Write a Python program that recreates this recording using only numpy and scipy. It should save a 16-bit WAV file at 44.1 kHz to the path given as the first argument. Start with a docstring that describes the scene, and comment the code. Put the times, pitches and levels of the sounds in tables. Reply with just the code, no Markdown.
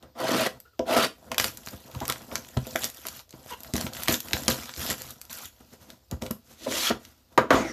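"""Unwrapping a boxed tin

Gloved hands unwrap a tin in a card sleeve on a wooden desk, close to a small microphone.
A blade scores the plastic film twice; the film is pulled off with snaps and rustle, the box knocks
on the desk, the sleeve slides off and the tin is set down, edge first, with a short slide on the desk.
Rubs are filtered noise and tiny slips, blows are fading noise bursts, squeaks are gliding tones; a
small room answers.
"""
import sys
import numpy as np
from scipy import signal
from scipy.io import wavfile
from scipy.ndimage import uniform_filter1d

SR = 44100
rng = np.random.default_rng(int(sys.argv[2]) if len(sys.argv) > 2 else 0)


def amplitude_ratio(level_db):
    """Convert a level in decibels to the matching linear amplitude (field) ratio."""
    exponent = np.asarray(level_db, float) / 20
    return 10 ** exponent


def generate_wav(signal):
    """Clip the signal to [-1, 1] and save it as 16-bit WAV at the path in sys.argv[1]."""
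    frames = np.transpose(np.atleast_2d(signal))
    scaled = np.clip(frames, -1, 1) * 32767
    pcm = np.round(scaled).astype(np.int16)
    wavfile.write(sys.argv[1], SR, pcm)


N = 340452  # length in samples

# Held strokes of blade, film and sleeve: touch t/s, lift t/s, build-up time/s of the drumming,
# surface hiss level/dB, box drumming level/dB
BLADE_STROKES = [(0.142, 0.47, 0.072, -23.5, -22.5), (0.85, 1.06, 0.028, -25.5, -25)]
FILM_STROKES = [(1.378, 1.48, 0.0021, -31, -39), (3.03, 3.205, 0.0064, -45.5, -51.5),
                (3.736, 3.875, 0.002, -37.5, -37.5), (3.91, 4.06, 0.011, -38.5, -41.5),
                (4.083, 4.145, 0.0018, -24, -33), (4.755, 4.9, 0.012, -31.5, -37.5),
                (4.95, 5.115, 0.0091, -42.5, -49), (5.29, 5.465, 0.0048, -40.5, -53)]
SLEEVE_STROKES = [(6.66, 6.9, 0.026, -27, -29.5)]
# How held strokes end: time/s to fall 20 dB after the lift, change of drumming level/dB along the stroke
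BLADE_END = (0.015, -3)
FILM_END = (0.035, -0.66)
SLEEVE_STOP = (0.0056, -19)
# Short rubs of film, of sleeve and desk, and of gloves: peak t/s, time/s of a 20 dB rise, time/s of a
# 20 dB fall (zero, negative or smaller times are played as 0.002 s),
# surface hiss level/dB, box drumming level/dB
FILM_RUBS = [(1.317, 0.11, 0.35, -55, -41), (1.47, -0.0147, 0.04, -32.5, -43), (1.56, 0.53, 0, -52.5, -56),
             (1.674, -0.03, 0, -35, -36), (1.74, 0.43, 0.14, -45.5, -50.5), (1.88, 1, 0.5, -54, -57),
             (1.96, 0.14, 0.15, -49, -40.5), (2.02, 0.05, 0.24, -43.5, -40),
             (2.096, -0.0248, 0.08, -38, -34.5), (2.25, 0.45, 0, -48.5, -47),
             (2.345, 0.09, 0.1, -39, -35.5), (2.7, 1.5, 0.15, -50.5, -54), (2.85, 0.1557, 0.05, -29.5, -34),
             (3.078, 1.2, -0.45, -46.5, -53), (3.342, 0.07, 1.5, -55.5, -53),
             (3.462, -0.0643, 0, -38.5, -33.5), (3.504, 0.08, 0.07, -39, -49), (3.64, 0.2, 1.3, -50, -50.5),
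             (4.23, 0, 1.5, -43.5, -47), (4.37, 0.11, 0.18, -35.5, -35.5), (4.5, -0.0953, 0.08, -23, -29),
             (4.6, 0.5, 0.3, -38.5, -48.5), (4.906, -0.03, 0.0429, -21, -29)]
SLIDE_RUBS = [(6.65, 0.074, 0.03, -38.5, -44), (6.91, 0.023, 0.02, -54.5, -19),
              (7.53, 0.023, 0.13, -34, -17), (7.55, .02, 0.1, -50, -24)]
GLOVE_RUBS = [(0.05, 0.057, 0.081, -80, -49.5), (0.56, 0.084, 0.069, -61, -50.5),
              (1.28, 0.14, 0.015, -64, -53.5), (5.608, 0.0085, 0.05, -54.5, -48.5),
              (5.736, 0.052, 0.05, -48, -50.5), (5.83, 0.046, 0.036, -49, -49.5),
              (5.914, 0.15, 0.082, -52.5, -49), (6.12, 0.011, 0.046, -49, -35.5),
              (6.218, 0.0076, 0.12, -41.5, -36.5), (6.52, 0.09, 0.069, -48.5, -52.5),
              (6.96, 0.027, 0.032, -63, -40), (7.03, 0.08, 0.32, -52, -54.5),
              (7.326, 0.033, 0.083, -58, -51)]
# Colour of each material and of the room air, before the overall level is set: f/Hz, relative level/dB
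BLADE_COLOUR = [(24, -116), (40, -76.5), (85, -10), (222, -4.5), (391, -5), (670, -4), (758, -6.5),
                (1360, -8.5), (1740, -11.5), (3910, -15), (8580, -28.5), (14000, -27.5)]
PLASTIC_COLOUR = [(24, -9), (40, 0.5), (79, 9.5), (306, 2), (372, 0), (654, -2.5), (721, 0), (1040, -5),
                  (2340, -11), (7050, -11.5), (8790, -19), (14000, -10)]
SLIDE_COLOUR = [(24, -65), (40, 1), (136, -5.5), (183, -4.5), (313, 4), (464, -3.5), (538, -4.5), (721, -5),
                (1330, -8.5), (1740, -9.5), (3220, -6.5), (7000, -10), (8600, -19), (14000, -14.5)]
TIN_COLOUR = [(35, -76), (72, -20.5), (258, -8), (317, -7), (658, -10), (866, -18.5), (970, -9.5),
              (1110, -10.5), (1400, -12), (2470, -22.5), (6160, -34.5), (7060, -34.5), (8100, -44),
              (14000, -39.5)]
AIR_COLOUR = [(15, -47.5), (25, 6.5), (80, 9.5), (164, -10.5), (649, -15), (2080, -24), (4850, -15),
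              (8470, -27.5), (12600, -32), (14000, -8)]
# Walls and air of the box, each sound takes its own share of the lift: f/Hz, width/Hz, lift level/dB
BOX_MODES = [(127.8, 8.3, 3.5), (236.8, 45, 6.5), (318, 22, 8), (409, 7.3, 1.5), (518, 82, 6),
             (665, 81, 7.5), (986, 81, 5), (1360, 390, 5.5), (1947, 24, 7.5)]
# Creases of film snapping: t/s, level/dB, centre f/Hz
FILM_SNAPS = [(0.0266, -38, 4000), (0.3186, -18, 1660), (0.602, -24, 12800), (0.7932, -19.5, 1630),
              (0.9718, -17, 1300), (1.3165, -16, 1640), (1.345, -19, 1930), (1.3814, -2.5, 3000),
              (1.3987, -1, 3100), (1.443, -5.5, 3970), (1.5726, -19, 12400), (1.6621, -20.5, 8100),
              (1.673, -22, 1990), (1.686, -22, 4500), (1.915, -34.5, 2500), (1.9494, -28.5, 2800),
              (2.0038, -22.5, 3430), (2.0535, -20, 3490), (2.08, -9, 12300), (2.090, -19, 6000),
              (2.0992, -7.5, 3850), (2.1232, -14.5, 4080), (2.159, -27, 1290), (2.181, -32, 9000),
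              (2.219, -34.5, 6000), (2.315, -28, 2200), (2.3554, -8.5, 3160), (2.379, -25, 6000),
              (2.448, -31, 3800), (2.487, -30, 7000), (2.572, -21, 3260), (2.669, -18, 12700),
              (2.709, -26.5, 4560), (2.7588, -7, 1410), (2.809, -34, 1490), (2.835, -14.5, 5000),
              (2.843, -5.5, 7200), (2.9, -23, 8000), (2.946, -25, 12600), (2.971, -29, 9200),
              (3.017, -32, 9000), (3.053, -24.5, 1520), (3.068, -12.5, 13000), (3.085, -17, 6200),
              (3.171, -36, 5400), (3.193, -28, 3980), (3.293, -40, 5040), (3.3074, -32, 6100),
              (3.327, -36, 3100), (3.535, -30, 3160), (3.605, -25, 12800), (3.6339, -20.5, 12200),
              (3.647, -28.5, 2000), (3.737, -13, 6750), (3.756, -17.5, 1500), (3.765, -11, 6840),
              (3.78, -19, 3300), (3.811, -13.5, 4670), (3.867, -17, 1490), (3.968, -24, 2540),
              (3.934, -22.5, 5370), (3.9493, -24.5, 1500), (3.999, -35, 9000), (4.022, -24, 2230),
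              (4.0343, -11.5, 11900), (4.076, -15.5, 3000), (4.0828, -1.5, 2470), (4.142, -8.5, 3380),
              (4.204, -11, 12900), (4.2847, -25, 3350), (4.31, -24, 2500), (4.325, -31, 4000),
              (4.3328, -1.5, 2410), (4.368, -18.5, 1510), (4.435, -21, 4500), (4.481, 2, 5070),
              (4.641, -36, 8000), (4.657, -27.5, 4000), (4.6937, -21, 1440), (4.738, -24, 4070),
              (4.763, -24, 5200), (4.8645, -17.5, 3760), (4.901, -10.5, 6950), (4.981, -27, 10000),
              (4.994, -34, 7000), (5.019, -18, 11700), (5.107, -19, 12700), (5.215, -19.5, 12300),
              (5.252, -28, 12400), (5.297, -31.5, 3670), (5.3295, -16.5, 12600), (5.386, -23.5, 12800),
              (5.456, -24, 12400), (5.9027, -26.5, 4200), (6.1125, -20.5, 5700), (6.2221, -20, 2350),
              (6.264, -23.5, 2320), (6.31, -12, 12500), (6.7229, -17.5, 1930), (7.051, -29, 3700)]
# Knocks of fingers and desk on the box, heard 4 ms after the listed time:
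# t/s, level/dB, centre f/Hz, time/s of a 60 dB fall, fall above the centre/dB per octave
BOX_KNOCKS = [(0.025, -41.5, 304, 0.079, 4.5), (0.788, -15.5, 670, 0.15, 25), (0.96, -13.5, 706, 0.2, 4.5),
              (1.312, -21.5, 1160, 0.021, 4), (1.726, -30.5, 117, 0.12, 7), (1.953, -25, 121, 0.071, 21),
              (2.011, -28, 920, 0.24, 13), (2.016, -25, 170, 0.044, 15), (2.093, -22, 1240, 0.019, 8.5),
              (2.312, -31.5, 580, 0.34, 9), (2.564, -13, 145, 0.069, 8), (2.611, -30.5, 160, 0.11, 12.5),
              (2.662, -32, 490, 0.17, 11.5), (2.75, -20.5, 660, 0.043, 12), (3.049, -36.5, 660, 0.22, 5.5),
              (3.332, -33.5, 118, 0.078, 7), (3.655, -41, 100, 0.097, 18), (3.732, -16, 227, 0.16, 12.5),
              (3.833, -25.5, 217, 0.18, 20), (4.083, -15.5, 324, 0.22, 11), (4.332, -21, 318, 0.067, 22.5),
              (4.476, -17.5, 228, 0.18, 6.5), (6.12, -22.5, 102, 0.12, 10.5), (6.217, -26.5, 610, 0.24, 31),
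              (6.302, -20, 243, 0.025, 7.5), (6.668, -25.5, 302, 0.22, 20), (6.901, -27, 1080, 0.1, 11),
              (6.901, -17.5, 259, 0.038, 32)]
# The tin lands, heard 1 ms after the listed time:
# t/s, dull blow level/dB, bright crack level/dB above the dull blow, dull clatter time/s of a 60 dB fall
TIN_LANDINGS = [(7.375, -9, 6.5, 0.19), (7.504, -6.5, 5.5, 0.18)]
# Squeaks of rubber, film and card under drag: start t/s, length/s, from f/Hz, to f/Hz, level/dB
DRAG_SQUEAKS = [(0.652, 0.065, 1340, 1410, -59), (0.731, 0.033, 1406, 950, -65.5),
                (2.011, 0.053, 771, 1205, -36.5)]
# The glove sticks and slips on the film: start t/s, length/s, from f/Hz, to f/Hz, level/dB of the stack
GLOVE_CREAK = (3.5, 0.055, 511, 488.5, -38)
# Tones at 1, 2, 3.. times the slip rate: relative level/dB
SLIP_TONES = [-5.5, 0.5, -10, -14, -21, -7]
# Surfaces under drag sing in a narrow band: start t/s, length/s, from f/Hz, to f/Hz, level/dB
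SINGING_BANDS = [(0.389, 0.043, 617, 665, -25), (0.865, 0.1, 684, 598, -26), (0.946, 0.052, 670, 666, -23),
                 (0.869, 0.16, 1310, 1320, -32), (2.079, 0.04, 1220, 1220, -33),
                 (6.657, 0.031, 572, 613, -26.5), (6.69, 0.096, 455, 577, -37),
                 (6.811, 0.13, 1240, 1360, -38.5), (6.866, 0.016, 3070, 3400, -23.5),
                 (7.516, 0.14, 6900, 6500, -41.5), (7.563, 0.2, 2220, 1850, -41),
                 (7.622, .14, 5560, 5800, -46)]
# Centres of the tiny slips: f/Hz
SLIP_CENTRES = [600, 1200, 2300, 3800, 6000, 9500, 13000]

HZ = np.fft.rfftfreq(4096, 1 / SR)  # frequencies at which colours are given
MS = np.arange(0, N / SR, .001)  # time in seconds, in steps of 1 ms
SPLIT_HZ = 1500  # the drumming lies below, the hiss above


def evened(x):
    """Scales a sound to an average (rms) strength of 1."""
    return x / np.sqrt(np.mean(x ** 2) + 1e-20)


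def read(points, hz):
    """Reads a colour between its points, on a log frequency axis."""
    f, value = np.transpose(points)
    return np.interp(np.log(hz + 1), np.log(f + 1), value)


def add(mix, s, sound):
    """Mixes a sound in at s seconds."""
    part = mix[round(s * SR):][:len(sound)]
    part += sound[:len(part)]


def wander(count, smoothing):
    """Slow random ups and downs, made by averaging noise over the given number of samples."""
    return evened(uniform_filter1d(rng.standard_normal(count), size=smoothing))


def box_db(hz):
    """Lift that the box resonances give at each frequency."""
    return sum(db / (1 + (2 * (hz - f) / width) ** 2) for f, width, db in BOX_MODES)


def coloured(x, db):
    """Filters a sound to the colour db, given at HZ, without sounding ahead of its cause."""
    both_sides = np.r_[db, db[-2:0:-1]]
    log_gain = np.log(amplitude_ratio(np.maximum(both_sides, -100)))
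    taps = np.fft.ifft(np.exp(np.conj(signal.hilbert(log_gain)))).real
    return signal.oaconvolve(x, taps)[:len(x)]


def patchy(x, patchy_db, size):
    """Random louder and softer patches; longer frames give narrower, slower ones."""
    overlap = size * 3 // 4
    z = signal.stft(x, nperseg=size, noverlap=overlap)[2]
    field = uniform_filter1d(rng.standard_normal(z.T.shape), size=10, axis=0)
    field = uniform_filter1d(field, size=4, axis=1)
    z = z * amplitude_ratio(patchy_db * evened(field).T)
    return signal.istft(z, nperseg=size, noverlap=overlap)[1][:len(x)]


def grains(per_s, spread_db, length):
    """Slips of many sizes: short puffs, each about two octaves wide around its own centre."""
    out, t = np.zeros(N), np.arange(512) / SR
    for hz in SLIP_CENTRES * 2:
        hit = rng.random(N) < per_s / SR / len(SLIP_CENTRES) / 2
        train = rng.choice([-1., 1.], N) * hit
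        train *= amplitude_ratio(spread_db * np.minimum(rng.exponential(1, N), 3.5))
        burst = rng.standard_normal(len(t)) * np.exp(-t / length)
        puff = coloured(burst, -6. * np.log2((HZ + 20) / hz) ** 2)
        out += signal.oaconvolve(train, evened(puff) * np.sqrt(hz))[:N]
    return evened(out)


def rubbing(gains, colour, per_s, spread_db, smooth, clump_db, patchy_db, size):
    """Slips of many sizes over smooth friction; they drum the box below the split and hiss above it."""
    slips = grains(per_s, spread_db, length=0.00074)
    drive = np.sqrt(smooth) * rng.standard_normal(N) + np.sqrt(1 - smooth) * slips
    clumps = evened(uniform_filter1d(uniform_filter1d(rng.standard_normal(N), size=300), size=300))
    drive = patchy(drive * amplitude_ratio(clump_db * clumps), patchy_db, size)
    low_db = -10 * np.log10(1 + (HZ / SPLIT_HZ) ** 3)
    high_db = -10 * np.log10(1 + (SPLIT_HZ / (HZ + 1)) ** 3)
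    body_db = read(colour, HZ) + box_db(HZ)
    drumming, hiss = [evened(coloured(drive, body_db + db)) for db in (low_db, high_db)]
    return gains[0] * drumming + gains[1] * hiss


def swell(peak, rise, fall):
    """Gain that climbs to 1 at the peak and dies away; rise and fall are seconds per 20 dB."""
    before = np.maximum((peak - MS) / max(rise, .002), 0)
    after = np.maximum((MS - peak) / max(fall, .002), 0)
    bend = 0.92  # 1 = straight fades in dB, more = rounder peaks
    return amplitude_ratio(-20 * np.minimum(before + after, 8) ** bend)


def tugs(rows):
    """Shapes and levels of rubs that peak once."""
    return [(*[swell(s, rise, fall)] * 2, *dbs) for s, rise, fall, *dbs in rows]


def held(rows, fall, fade_db):
    """Strokes that build up from the touch, hold, and stop at the lift."""
    out = []
    hiss_lag = 1.57  # the hiss builds this many times slower than the drumming
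    for touch, lift, build, *dbs in rows:
        since, stop = np.maximum(MS - touch, 0), swell(lift, np.inf, fall)
        drum, hiss = [(1 - np.exp(-since / max(b, .001))) ** 2 * stop for b in (build, hiss_lag * build)]
        fade = amplitude_ratio(fade_db * np.minimum(since / (lift - touch), 1))
        out.append((drum * fade, hiss, *dbs))
    return out


def pressure(shapes):
    """Adds up the power of all strokes and gives the drumming and hiss gains for every sample."""
    drum = sum((a * amplitude_ratio(drum_db)) ** 2 for a, b, hiss_db, drum_db in shapes)
    hiss = sum((b * amplitude_ratio(hiss_db)) ** 2 for a, b, hiss_db, drum_db in shapes)
    return [np.interp(np.arange(N) / SR, MS, np.sqrt(p)) for p in (drum, hiss)]


def blow(db, t60, colour_db, crack, tail_db, rise):
    """A crack, then a noisy tail, through the colour of the struck thing; times are in seconds."""
    t = np.arange(12000) / SR
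    shape = (1 - np.exp(-t / rise)) * (np.exp(-t / crack) + amplitude_ratio(tail_db - 60 * t / t60))
    sound = coloured(shape * rng.standard_normal(len(t)), colour_db)
    loudest = np.sqrt(uniform_filter1d(sound ** 2, size=round(crack * SR) + 1).max())
    return amplitude_ratio(db) * sound / (2 * loudest)


def air():
    """Quiet, steady air of the room: coloured noise with slightly louder and softer patches."""
    noise = coloured(rng.standard_normal(N), read(AIR_COLOUR, HZ))
    return amplitude_ratio(-58) * evened(patchy(noise, 1.5, size=512))


def room(x):
    """Short echo of a small furnished room: noise that fades at a pace set for each frequency."""
    hz, t, z = signal.stft(rng.standard_normal(SR // 2), SR, nperseg=256)
    t60 = read([(100, 0.23), (1000, 0.19), (10000, 0.2)], hz)  # f/Hz, time/s of a 60 dB fall
    tail = signal.istft(z * amplitude_ratio(-60 * t / t60[:, None]), SR, nperseg=256)[1]
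    tail[:200] = 0
    return signal.fftconvolve(x, tail / np.linalg.norm(tail))[:N]


def gloves():
    """Gloves shifting on the box: short, mostly smooth rubs."""
    return rubbing(pressure(tugs(GLOVE_RUBS)), PLASTIC_COLOUR, per_s=1500, spread_db=3.2,
                   smooth=.75, clump_db=1.6, patchy_db=1.3, size=256)


def squeaks():
    """Thin, rough tones that glide, with weaker partners at a third of the pitch and an octave up."""
    out = np.zeros(N)
    for s, length, from_hz, to_hz, db in DRAG_SQUEAKS:
        u = np.arange(0, length, 1 / SR) / length  # 0 to 1 along the squeak
        waver = 1 + .035 * wander(4000, 200)[:len(u)]
        arch = 1 + 0.07 * np.sin(np.pi * u)  # the pitch bows up in mid squeak
        turns = 2 * np.pi * np.cumsum((from_hz + (to_hz - from_hz) * u) * arch * waver) / SR
        tone = np.sin(turns) + amplitude_ratio(-8) * np.sin(turns / 3) + amplitude_ratio(-17) * np.sin(2 * turns)
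        grip = amplitude_ratio(3.7 * wander(4000, 100)[:len(u)])
        add(out, s, np.sqrt(2) * amplitude_ratio(db) * grip * tone * np.sin(np.pi * u ** 0.3))
    return out


def creak():
    """The glove sticks and slips on the film; uneven slips give a rough stack of tones."""
    s, length, from_hz, to_hz, db = GLOVE_CREAK
    out, u = np.zeros(N), np.arange(0, length, 1 / SR) / length
    waver = 1 + .07 * wander(4000, 200)[:len(u)]
    unsteady = uniform_filter1d(rng.standard_normal((len(SLIP_TONES), 4000)), size=150)
    grip = amplitude_ratio(3.5 * evened(unsteady)[:, :len(u)])
    turns = 2 * np.pi * np.cumsum((from_hz + (to_hz - from_hz) * u) * waver) / SR
    stack = sum(amplitude_ratio(v) * grip[k] * np.sin((k + 1) * turns + k * k) for k, v in enumerate(SLIP_TONES))
    add(out, s, amplitude_ratio(db) * np.sin(np.pi * u) * stack)
    return out


def singing():
    """Friction noise through a resonance that drifts while the stroke lasts."""
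    out = np.zeros(N)
    for s, length, from_hz, to_hz, db in SINGING_BANDS:
        u = np.arange(0, length, 1 / SR) / length
        waver = 1 + .04 * wander(12000, 600)[:len(u)]
        turn = np.exp(2j * np.pi * np.cumsum((from_hz + (to_hz - from_hz) * u) * waver) / SR)
        r = np.exp(-np.pi * 0.074 * from_hz / SR)  # band width is 0.074 of the starting pitch
        noise = rng.standard_normal(12000)[:len(u)]
        # turn the noise down to 0 Hz, smooth it there, turn it back up
        band = (turn * signal.lfilter([1 - r], [1, -r], noise / turn)).real
        add(out, s, amplitude_ratio(db) * evened(band) * np.sin(np.pi * u) ** 1.36)
    return out


def knocks():
    """Dull blows that ring the box modes, most of all those near their centre."""
    out, t = np.zeros(N), np.arange(12000) / SR
    for s, db, hz, t60, fall_db in BOX_KNOCKS:
        octaves = np.log2((HZ + 20) / hz)
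        colour_db = 1.95 * np.minimum(octaves, 0) - fall_db * np.maximum(octaves, 0) + 1.05 * box_db(HZ)
        add(out, s + .004, blow(db, t60, colour_db, crack=.006, tail_db=-4, rise=.0015))
        ring = np.zeros(len(t))
        for (f, _, _), phase in zip(BOX_MODES, rng.random(len(BOX_MODES))):
            ring += amplitude_ratio(np.interp(f, HZ, colour_db)) * np.sin(2 * np.pi * (f * t + phase))
        fade = amplitude_ratio(db - 5.5 - 60 * t / t60) * (1 - np.exp(-t / .002))
        add(out, s + .004, fade * evened(ring) / 2)
    return out


def slides():
    """The card sleeve slides off, and after the landing there is a short slide on the desk:
    dense slips in one held stroke and short rubs."""
    strokes = held(SLEEVE_STROKES, *SLEEVE_STOP) + tugs(SLIDE_RUBS)
    return rubbing(pressure(strokes), SLIDE_COLOUR, per_s=3000, spread_db=2.1,
                   smooth=.7, clump_db=1.0, patchy_db=1.9, size=512)


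def tin():
    """The blow, then lid and contents clatter; the treble dies first."""
    out = np.zeros(N)
    colour_db = read(TIN_COLOUR, HZ) + 0.57 * box_db(HZ)
    low_db = -10 * np.log10(1 + (HZ / SPLIT_HZ) ** 2)
    for s, db, bright_db, t60 in TIN_LANDINGS:
        dull = blow(db, t60, colour_db + low_db, crack=0.0013, tail_db=10, rise=0.0052)
        bright = blow(db + bright_db, 0.26 * t60, colour_db + 0.074 * low_db,
                      crack=0.00164, tail_db=8, rise=0.00078)
        add(out, s + 0.001013, dull)
        add(out, s + 0.001105, bright)
    return out


def cuts():
    """A blade scores the film: held strokes of friction noise and slips."""
    return rubbing(pressure(held(BLADE_STROKES, *BLADE_END)), BLADE_COLOUR, per_s=2500, spread_db=3.2,
                   smooth=.4, clump_db=1.8, patchy_db=2.6, size=512)


def snaps():
    """Creases of film snap: broad, bright clicks around their own centres; the small are narrower."""
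    out = np.zeros(N)
    for s, db, hz in FILM_SNAPS:
        slope = 3.5 - 0.074 * min(db, 0)  # dB per octave away from the centre
        lean_db = -slope * abs(np.log2((HZ + 20) / hz))
        colour_db = lean_db + read(PLASTIC_COLOUR, np.maximum(HZ, 2000))
        add(out, s, blow(db, .028, colour_db, crack=.0004, tail_db=-16, rise=.0002))
    return out


def film():
    """The film is torn and pulled off: sparser slips in held pulls and short rubs make the rustle."""
    strokes = held(FILM_STROKES, *FILM_END) + tugs(FILM_RUBS)
    return rubbing(pressure(strokes), PLASTIC_COLOUR, per_s=900, spread_db=2.3,
                   smooth=0.47, clump_db=1.0, patchy_db=3.5, size=256)


def scene():
    """All that the hands do, the room's answer and its quiet air."""
    near = gloves() + squeaks() + creak() + singing() + knocks()
    near = near + slides() + tin() + cuts() + snaps() + film()
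    return (near + amplitude_ratio(-9.5) * room(near) + air())[None]


def low_pass(x):
    """Removes everything above the highest recorded frequency."""
    return signal.sosfilt(signal.butter(12, 14930, fs=SR, output="sos"), x)


def record(dry):
    """The microphone loses deep bass, a gate lowers quiet moments, the input rounds off hard peaks."""
    bass_hz, edge_hz = 52, 13950
    thin = signal.sosfilt(signal.butter(4, bass_hz, "high", fs=SR, output="sos"), dry)
    level_db = 10 * np.log10(abs(uniform_filter1d(thin ** 2, size=1500)) + 1e-12)
    # below -56 dB the gate cuts 1 dB for each dB, 11 dB at most
    gated = thin * amplitude_ratio(-np.clip(-56 - level_db, 0, 11))
    rounded = .75 * np.tanh(gated / .75)
    edge = signal.firwin(301, edge_hz, window=("kaiser", 6), fs=SR)  # takes off the highest treble
    mix = signal.oaconvolve(rounded, edge[None], "same")
    return low_pass(mix)


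dry = scene()
out = record(dry)
generate_wav(out)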